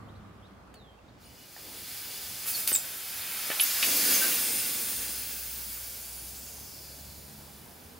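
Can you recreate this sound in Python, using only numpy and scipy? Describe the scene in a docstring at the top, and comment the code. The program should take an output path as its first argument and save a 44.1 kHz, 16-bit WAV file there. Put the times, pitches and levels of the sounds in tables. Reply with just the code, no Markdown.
"""Compressed air hisses from a brass fitting on a wooden bench by a brick wall: shaped noise with a moving peak.
The hiss jumps and whistles (gliding tones) as a hand turns the fitting, then fades as the pressure drains.
Metal parts click: sharp noise blows that ring a set of decaying modes.
A bird chirps in short glides, engines pass in the distance as low wavering tones,
and far traffic drones and rushes as filtered noise."""
import sys
import numpy as np
from scipy import signal
from scipy.fft import rfft, irfft, next_fast_len
from scipy.io import wavfile
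from scipy.ndimage import uniform_filter1d, map_coordinates

SR = 44100
rng = np.random.default_rng(int(sys.argv[2]) if len(sys.argv) > 2 else 0)


def generate_wav(sig):
    """Save sig (samples, or channels by samples) to the path in sys.argv[1] as 16-bit PCM at SR."""
    pcm = np.round(np.clip(np.atleast_2d(sig).T, -1, 1) * 32767).astype(np.int16)
    wavfile.write(sys.argv[1], SR, pcm)


N = 352359


def amp(db):
    """Decibels to linear gain."""
    return 10 ** (np.asarray(db) / 20)


def unit(x):
    """Scale to rms 1."""
    return x / np.sqrt(np.mean(x ** 2) + 1e-20)


def along(points, hz):
    """Read a curve of (Hz, value) points on a log frequency axis."""
    f, v = np.transpose(points)
    return np.interp(np.log(hz + 1), np.log(f + 1), v)


def curves(rows):
    """One value per sample for each column after the time."""
    s, *cols = np.transpose(rows)
    return [np.interp(np.arange(N) / SR, s, c) for c in cols]


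def wobble(rate, count=N):
    """A smooth random curve with `rate` knots a second."""
    knots = rng.standard_normal(int(count * rate / SR) + 4)
    return map_coordinates(knots, [np.arange(count) * rate / SR])


def filtered(x, response):
    """Multiply the spectrum of x by a complex response of frequency."""
    m = next_fast_len(N + 8192)
    return irfft(rfft(x, m) * response(np.fft.rfftfreq(m, 1 / SR)), m)[..., :N]


def rush(spectrum, alike, patchy_db):
    """Stereo noise of rms 1: random patches in time and pitch, a set colour and left-right likeness."""
    z = signal.stft(rng.standard_normal((2, N)), nperseg=512)[2]
    field = uniform_filter1d(rng.standard_normal(z.shape[1:]), size=5, axis=0)  # over frequency
    field = uniform_filter1d(field, size=20, axis=1)  # over time
    pair = signal.istft(z * amp(patchy_db * unit(field)), nperseg=512)[1][:, :N]
    bounded = [(8.9, -120)] + spectrum + [(21000, -120)]

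    def mid_side(hz):
        turn = np.arccos(np.clip(along(alike, hz), -1, 1)) / 2  # share of side that gives the likeness
        return amp(along(bounded, hz)) * [np.cos(turn), np.sin(turn)]

    mid, side = filtered(pair, mid_side)
    return unit(np.array([mid + side, mid - side]))


def scatter(t60, start, count):
    """Dense decaying echoes of energy 1 that swell in over `start` seconds."""
    t = np.arange(SR // 4) / SR
    tail = rng.standard_normal((count, len(t))) * amp(-60 * t / t60) * np.clip(t / start, 0, 1)
    return tail / np.linalg.norm(tail, axis=1, keepdims=True)


def glides(rows, waver, flutter_db, rate, overtone_db, edge_s, fade_db):
    """Short gliding tones, unsteady in pitch and level, soft-edged, with an octave stronger on high tones."""
    out = np.zeros(N)
    for s, length, from_hz, to_hz, bend, db in rows:
        i = np.arange(round(s * SR), round((s + length) * SR))
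        left = np.linspace(1, 0, len(i))  # share of the tone still to come
        pitch = to_hz + (from_hz - to_hz) * left ** bend
        pitch = pitch * (1 + waver * wobble(rate, count=len(i)))
        phase = 2 * np.pi * np.cumsum(pitch) / SR
        level = amp(db + fade_db * (left - 1.0) + flutter_db * wobble(rate, count=len(i)))
        level = level * signal.windows.tukey(len(i), min(2 * edge_s / length, 1))
        octave = amp(overtone_db + 20 * np.log10(pitch / 7500)) * (pitch < SR / 4)  # none past Nyquist
        out[i] += np.sqrt(2) * level * (np.sin(phase) + octave * np.sin(2 * phase))
    return out


# Steady flow through the gap. Each row: time in seconds, fizz in dB, upper body in dB over the fizz,
# lower body in dB over the fizz.
FLOW = [(.9, -100, 12, 7), (1.17, -82, 8, 4), (1.22, -61.5, -2.5, -6), (1.54, -52, -4, -7.5),
        (1.6, -48.5, -5.5, -7), (1.93, -41.5, -5.5, -8), (2.44, -39.5, -5, -9), (3, -40.5, -5.5, -6),
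        (3.595, -34, -5.5, -4.5), (3.605, -30.5, -4, -8.5), (3.82, -30, -3.5, -7.5),
        (3.84, -26, -4.5, -10.5), (4.04, -26, -5, -10), (4.115, -23.5, -6, -9.5), (4.45, -29.5, -6.5, -9.5),
        (5.4, -38.5, -6, -11), (6, -42, -6, -12.5), (6.7, -47, -4, -14.5), (7.99, -56, -6, -11)]
# Colours of the jet's fine fizz, upper body and lower body, and of its low roar.
# Each row: frequency in Hz, relative density in dB per Hz.
FIZZ_COLOUR = [(6500, -40), (8600, -6), (9800, -1), (10500, -3), (12500, -4), (13200, -8), (13700, -1),
               (14300, 1), (14900, -1), (15300, 0), (16500, -1)]
UPPER_COLOUR = [(2600, 0.5), (3800, -2.5), (5000, 0.5), (7800, -2.5), (9500, -37)]
LOWER_COLOUR = [(700, -4.5), (1200, -4.5), (2300, 1), (3300, -1.5), (4600, -10.5)]
ROAR_COLOUR = [(60, -40), (110, -12), (170, -5.5), (250, 1.5), (330, 0), (400, -4), (470, 0.5), (650, -7),
               (950, -12.5), (1500, -64)]
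# Colour of the way from bench to microphone. Each row: frequency in Hz, gain in dB.
BENCH_TO_MIC = [(1000, -5), (1550, 0.5), (1900, -6.5), (2300, -2.5), (2800, -4.5), (3900, 0.5), (4900, 5.5),
                (5600, 3), (7200, 5.5), (8100, 3), (8800, -2.5)]
# Stereo width of hiss and roar. Each row: frequency in Hz, left-right likeness (1 = identical).
HISS_ALIKE = [(60, .94), (160, .85), (450, .82), (740, 0.87), (1220, .86), (2200, 0.99), (3300, 0.99),
              (5000, 0.79), (9000, 0.82), (15000, 0.74)]
ROAR_ALIKE = [(100, 0.97), (300, 0.96), (800, .85)]
# The roar swells while the gap stands wide.
# Each row: start in seconds, extra level in dB, rise in seconds, hold in seconds, fall in seconds.
WIDE_GAP = [(1.552, 19, 0.12, 0.07, 0.23), (3.82, 9.5, .06, 1.16, 0.61)]
ROAR_DB = -27  # low roar over fizz, before the swells
SPURT_UPPER_DB, SPURT_LOWER_DB = -8.5, -13  # bodies of a spurt over its fizz


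def leak():
    """Turbulent jet: fine eddies fizz, larger ones give body and a low roar."""
    fizz_db, upper_db, lower_db = curves(FLOW)
    spurt = spurts()

    def level(steady_db, spurt_db):
        """Steady flow and spurts add as power."""
        return np.sqrt(amp(2 * (fizz_db + steady_db)) + amp(2 * spurt_db) * spurt)

    def part(spectrum):
        noise = rush(spectrum, HISS_ALIKE, patchy_db=0.73)
        return unit(filtered(noise, lambda hz: amp(along(BENCH_TO_MIC, hz))))

    jet = level(0, 0) * part(FIZZ_COLOUR)
    jet = jet + level(upper_db, SPURT_UPPER_DB) * part(UPPER_COLOUR)
    jet = jet + level(lower_db, SPURT_LOWER_DB) * part(LOWER_COLOUR)
    hz, t, z = signal.stft(jet, SR, nperseg=512)
    jet = signal.istft(z * jet_peak(hz, t), SR, nperseg=512)[1][:, :N]

    wide_db = sum(np.interp(np.arange(N) / SR, np.cumsum([s, rise, hold, fall]), [0, db, db, 0])
                  for s, db, rise, hold, fall in WIDE_GAP)
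    roar = level(0, 0) * amp(ROAR_DB + wide_db) * rush(ROAR_COLOUR, ROAR_ALIKE, patchy_db=0.0)
    hiss = amp(0.25 * wobble(25)) * jet + roar
    return ridged(hiss, still_db=-15.5, hand_db=-10)


# Spurts as the fitting slips in the hand.
# Each row: start in seconds, fizz in dB, rise in seconds, hold in seconds.
SLIPS = [(2.456, -30.5, 0.03, .005), (2.535, -33, .03, 0.038), (2.672, -26.5, .003, .002)]
SPURT_FALL_DB_PER_S = 132


def spurts():
    """Power of the spurts: each rises, holds, then falls at a steady rate in dB."""
    t = np.arange(N) / SR
    power = np.zeros(N)
    for s, db, rise, hold in SLIPS:
        falling_s = np.maximum(t - s - rise - hold, 0)
        power += (np.clip((t - s) / rise, 0, 1) * amp(db - SPURT_FALL_DB_PER_S * falling_s)) ** 2
    return power


# A broad peak (or slight dip) in the jet noise sits where the grip puts it.
# Each row: start in seconds, centre in Hz, width in Hz, boost in dB.
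PEAK_STAYS = [(0, 4250, 900, 2.5), (2.45, 12200, 1100, 3), (3.6, 6200, 1300, -0.6), (4.4, 9000, 800, 2.5)]
# Then it slides down an S-shaped path as the pressure drains.
SLIDE_FROM_S, SLIDE_MIDDLE_S, SLIDE_PACE_S = 5.2, 6.17, 0.3
SLIDE_TOP_HZ, SLIDE_END_HZ, SLIDE_WIDTH_HZ, SLIDE_DB = 16600, 3600, 510, 3.9


def jet_peak(hz, t):
    """Gain of the jet's broad peak over frequency and time: stepped by the grip, then sliding down."""
    s, *cols = np.transpose(PEAK_STAYS)
    row = np.searchsorted(s, t, side="right") - 1
    centre_hz, width_hz, boost_db = (c[row] for c in cols)
    fall = 1 / (1 + np.exp((t - SLIDE_MIDDLE_S) / SLIDE_PACE_S))
    slide_hz = SLIDE_END_HZ + (SLIDE_TOP_HZ - SLIDE_END_HZ) * fall
    late = t > SLIDE_FROM_S
    centre_hz = np.where(late, slide_hz, centre_hz)
    width_hz = np.where(late, SLIDE_WIDTH_HZ, width_hz)
    boost_db = np.where(late, SLIDE_DB, boost_db)
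    return amp(boost_db * np.exp(-.5 * ((hz[:, None] - centre_hz) / width_hz) ** 2))


# The hand shifts on the fitting. Each entry: start of a grip in seconds.
GRIP_STARTS = [0, 2.45, 3.6, 4.4, 5.6, 6.8]


def ridged(x, still_db, hand_db):
    """Bench and wall scatter sound in a fixed way, the hand anew with each grip: fine ridges in the colour."""
    still = amp(still_db) * scatter(0.076, 0.001, count=1)
    hand = amp(hand_db) * scatter(0.045, 0.0018, count=len(GRIP_STARTS))
    grip = np.searchsorted(GRIP_STARTS, np.arange(N) / SR, side="right") - 1
    out = x + signal.fftconvolve(x, still, axes=1)[:, :N]
    for k, tail in enumerate(hand):
        share = uniform_filter1d((grip == k) * 1., size=4000)  # crossfade from grip to grip
        held = x * np.sqrt(np.abs(share))
        out = out + signal.oaconvolve(held, tail[None], axes=1)[:, :N]
    return out / np.sqrt(1 + amp(2 * still_db) + amp(2 * hand_db))  # keep the power


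# Whistles of the narrowed gap; the row at 2.772 is the faint ringing-on of the one before.
# Each row: start in seconds, length in seconds, first pitch in Hz, last pitch in Hz,
# bend (1 = straight), level in dB before flutter.
GAP_TONES = [(1.243, .036, 9600, 9600, 1, -61), (1.235, .1, 2930, 2930, 1, -67),
             (1.37, .1, 2945, 2930, 1, -62.5), (2.526, 0.048, 4920, 4270, 2, -39.5),
             (2.722, 0.049, 8860, 7450, 2.05, -27), (2.772, .06, 7570, 7700, 1, -57),
             (3.598, .024, 10000, 10200, 1, -25), (3.603, .047, 10900, 12050, 1.2, -27.5),
             (3.96, .03, 11750, 11550, 1, -32), (4.128, 0.046, 7000, 6000, 1.5, -33),
             (4.21, 0.053, 1553, 1555, 1.1, -34.5), (4.45, .065, 8350, 8600, .6, -44),
             (4.51, 0.11, 9000, 9300, 1, -38)]


def whistles():
    """The narrowed gap sings in short, unsteady tones, one of them ringing on faintly."""
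    return glides(GAP_TONES, waver=.014, flutter_db=3.5, rate=600, overtone_db=-8, edge_s=.012, fade_db=0)


# Contacts of hand, fitting and bench. Each row: time in seconds, level in dB, centre of the blow in Hz,
# breadth in octaves, rattle t60 in seconds.
CONTACTS = [(0.742, -35.5, 5000, 1.1, 0.0046), (.745, -37, 7000, 1.5, .008), (.7555, -52, 9000, 1.0, .006),
            (1.5648, -41, 1700, .2, .008), (1.5655, -43, 880, .15, .006), (1.575, -52, 850, .2, .006),
            (1.595, -46, 3550, 1.2, .022), (2.459, -28.5, 3500, 1.1, .02), (2.676, -12, 5030, 0.7, .004),
            (2.6773, -6, 11000, .53, .006), (2.717, -20.5, 3500, 1.1, .015), (2.719, -27, 600, 0.8, .015),
            (2.7533, -17, 4400, .6, 0.017), (2.783, -42, 700, .44, .018), (3.315, -34, 2500, 1.1, .023),
            (3.502, -22, 1700, 1.5, 0.016), (3.513, -26.5, 2000, 1.2, 0.027), (3.517, -26, 2220, .5, .03),
            (3.527, -33.5, 1900, 0.66, .027), (3.5977, -14, 3370, 0.37, 0.015),
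            (3.6007, -19.5, 3020, 0.24, .032), (3.611, -29, 2770, .42, .023),
            (3.8278, -13, 3500, 0.53, .045), (3.832, -16, 3600, .55, 0.049), (3.843, -25, 2560, .3, .048)]
# Ring of fitting and bench. Each row: mode in Hz, relative level in dB, t60 in seconds.
MODES = [(400, -5, .025), (560, -3, .025), (700, -5, .025), (870, 0, .035), (1550, -2, .025),
         (1850, 0, .03), (2300, -1, .025), (2650, 0, .025), (3000, 0, .025), (3350, -2, .02),
         (3800, -4, .02), (4500, -5, .018), (5000, -8, .015), (9800, -8, .018)]
RING_DB, RING_DB_PER_OCTAVE = -6, -6  # ring line through 1 kHz; brighter blows ring less
RING_KNEE_HZ = 1500  # duller blows ring no more than here


def clicks():
    """Each contact is a sharp blow and a dying rattle, shaking the modes near its centre."""
    out, t = np.zeros(N + SR), np.arange(SR // 8) / SR
    hz, level, t60 = np.transpose(MODES)[:, :, None]
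    grid = np.fft.rfftfreq(len(t), 1 / SR) + 1
    lead = 40  # samples of room before the blow for its filter to swell
    for s, db, centre_hz, octaves, rattle in CONTACTS:
        ring_db = RING_DB + RING_DB_PER_OCTAVE * np.log2(max(centre_hz, RING_KNEE_HZ) / 1000)
        near = lambda f: np.exp(-.5 * (np.log2(f / centre_hz) / octaves) ** 2)
        mode_level = amp(level + rng.normal(0, 1.0, hz.shape) - 60 * t / t60)
        ring = np.sum(near(hz) * mode_level * np.sin(2 * np.pi * hz * t), axis=0)
        shake = 0.15 * rng.standard_normal(len(t)) * amp(-60 * t / rattle)
        shake[0] = 1  # the blow itself
        shake = np.roll(shake, lead)
        crack = irfft(rfft(shake) * near(grid), len(t)) / np.mean(near(grid))
        rung = amp(ring_db) * np.convolve(shake, ring)[:len(t)]
        out[round(s * SR) - lead:][:len(t)] += amp(db) * (crack + rung)
    return filtered(out[:N], lambda f: (1j * f / (150 + 1j * f)) ** 2)  # small parts push no bass


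# Bench, wall and ground answer.
# Each row: delay in seconds, left in dB, right in dB, both before the early_db trim.
REFLECTIONS = [(.0016, -12, -11), (.0025, -15, -18), (.0035, -23, -25), (.0058, -36, -32),
               (.0093, -10, -24), (.014, -16, -9)]


def nearby_walls(x, early_db, tail_db):
    """Direct sound plus early reflections, and a short scattered tail."""
    delay, left, right = np.transpose(REFLECTIONS)
    gains = amp(np.array([left, right]) + early_db)
    early = filtered(x, lambda hz: 1 + gains @ np.exp(-2j * np.pi * np.outer(delay, hz)))
    tail = signal.fftconvolve(x[None], scatter(0.23, 0.0059, count=2), axes=1)[:, :N]
    return early + amp(tail_db) * tail


# Chirps. Each row: start in seconds, length in seconds, first pitch in Hz, last pitch in Hz,
# bend (1 = straight), level in dB before fade and flutter.
CHIRPS = [(.083, 0.021, 2850, 4050, 1.3, -61), (.149, .022, 3400, 4900, 1, -65),
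          (.42, 0.057, 3050, 4460, 0.84, -65.5), (.74, 0.17, 4740, 3150, 1.75, -64),
          (.908, .048, 3240, 3100, 1, -72), (.976, .028, 2800, 2550, 1, -69),
          (1.08, .021, 3200, 5200, .8, -67), (1.229, .026, 3500, 4800, 1.3, -59),
          (1.259, 0.02, 4200, 5100, 1, -61)]


def bird():
    """Short, nearly pure gliding chirps that weaken towards their ends."""
    return glides(CHIRPS, waver=.007, flutter_db=3, rate=300, overtone_db=-40, edge_s=.005, fade_db=4)


# Passing engines. Each list holds one engine's tones, except the second: a higher tone of the first engine. #
# Each row: time in seconds, firing tone in Hz, its level in dB, # rough level in dB at twice the tone, rough
# level in dB at three times the tone.
PASSING_ENGINES = [
    [(0, 77.1, -60, -75, -58), (.3, 67, -63, -75, -59.5), (.8, 58.9, -63, -79, -77),
     (1.3, 51.8, -68, -75, -80), (1.8, 45, -77, -70, -84)],
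    [(0, 104.2, -53, -69, -82), (.4, 98.8, -58, -72, -80), (.8, 99, -76, -77, -78)],
    [(4.75, 53.4, -78, -78, -80), (5.0, 59, -56, -70, -73), (5.6, 58.3, -53.5, -70, -75),
     (6.0, 58.8, -57.5, -63, -75), (6.25, 62.5, -52.5, -78, -85), (6.6, 70.3, -59.5, -62.5, -77),
     (7.1, 70.5, -54.5, -63.5, -69), (7.4, 70.6, -64, -55.5, -59), (7.55, 71.7, -59, -65, -71),
     (7.7, 83, -62, -74, -74), (7.99, 83.6, -61, -72, -61)],
]


def engines():
    """Low firing tones of distant engines with rough multiples, wavering in the air."""
    out = np.zeros(N)
    t = np.arange(N) / SR
    for rows in PASSING_ENGINES:
        hz, *levels_db = curves(rows)
        fade_in = np.clip((t - rows[0][0] + 0.092) / .1, 0, 1)
        fade_out = np.clip((rows[-1][0] + .1 - t) / .1, 0, 1)
        phase = 2 * np.pi * np.cumsum(hz * (1 + 0.0084 * wobble(7.1))) / SR
        for multiple, db in enumerate(levels_db, start=1):
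            level = np.sqrt(2) * amp(db + 0.62 * wobble(9.3))
            out += fade_in * fade_out * level * np.sin(multiple * phase)
    return out


# Far traffic. Each row: time in seconds, drone in dB, tyre rush in dB.
TRAFFIC_LEVELS = [(0, -50, -56), (.55, -55.5, -58), (1.5, -58, -58.5), (2.5, -57, -56), (3.8, -60.5, -55.5),
                  (4.5, -54.5, -63), (5.8, -59, -57), (6.7, -57, -57), (7.99, -55, -54.5)]
# Tyres of the nearest car. Each row: time in seconds, level in dB.
NEAR_CAR_LEVELS = [(0, -58), (.3, -60.5), (.6, -62.5), (.9, -67), (1.3, -75), (7, -88), (7.99, -78)]
# Colours of drone, far tyres and near tyres. Each row: frequency in Hz, relative density in dB per Hz.
DRONE_COLOUR = [(20, -28), (45, -5.5), (100, -0.5), (140, -5), (210, -2.5), (320, -7.5), (500, -26)]
RUSH_COLOUR = [(150, -40), (260, -18.5), (380, -5), (550, -5.5), (800, -6), (1150, -11.5), (1600, -13),
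               (2200, -17), (3500, -21), (6000, -29), (10000, -32.5), (16000, -37)]
TYRE_COLOUR = [(500, -30), (850, -6), (1150, 6), (1450, -3), (2200, -28)]
# Stereo width of the traffic. Each row: frequency in Hz, left-right likeness (1 = identical).
FAR_ALIKE = [(60, 0.94), (130, 0.86), (290, 0.59), (640, 0.43), (1410, 0.24), (3100, 0.093), (6820, 0.02),
             (15000, 0.04)]


def traffic():
    """Filtered noise: a low drone, the rush of far tyres and the brighter tyres of the nearest car."""
    drone_db, rush_db = curves(TRAFFIC_LEVELS)
    drone = amp(drone_db + .7 * wobble(5)) * rush(DRONE_COLOUR, FAR_ALIKE, patchy_db=1.5)
    car = amp(curves(NEAR_CAR_LEVELS)[0]) * rush(TYRE_COLOUR, FAR_ALIKE, patchy_db=1.0)
    far_tyres = amp(rush_db) * rush(RUSH_COLOUR, FAR_ALIKE, patchy_db=1.16)
    return drone + car + far_tyres


def scene():
    """Bench in front, bird off to the right, traffic and engines behind; [left, right] trims in dB."""
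    bench = leak() + nearby_walls(whistles() + clicks(), early_db=-2.5, tail_db=-8.0)
    far_bird = nearby_walls(bird(), early_db=-4, tail_db=-6)
    far_bird[0] = np.roll(far_bird[0], 2)  # reaches the left two samples later
    low = (engines() + traffic()) * amp([[-.6], [.6]])
    return bench * amp([[-.15], [.15]]) + far_bird * amp([[-1.5], [1.5]]) + low


TOP_HZ = 15770


def record(dry):
    """The microphone channel keeps nothing above its band limit."""
    return filtered(dry, lambda hz: hz < TOP_HZ)


dry = scene()
out = record(dry)
generate_wav(out)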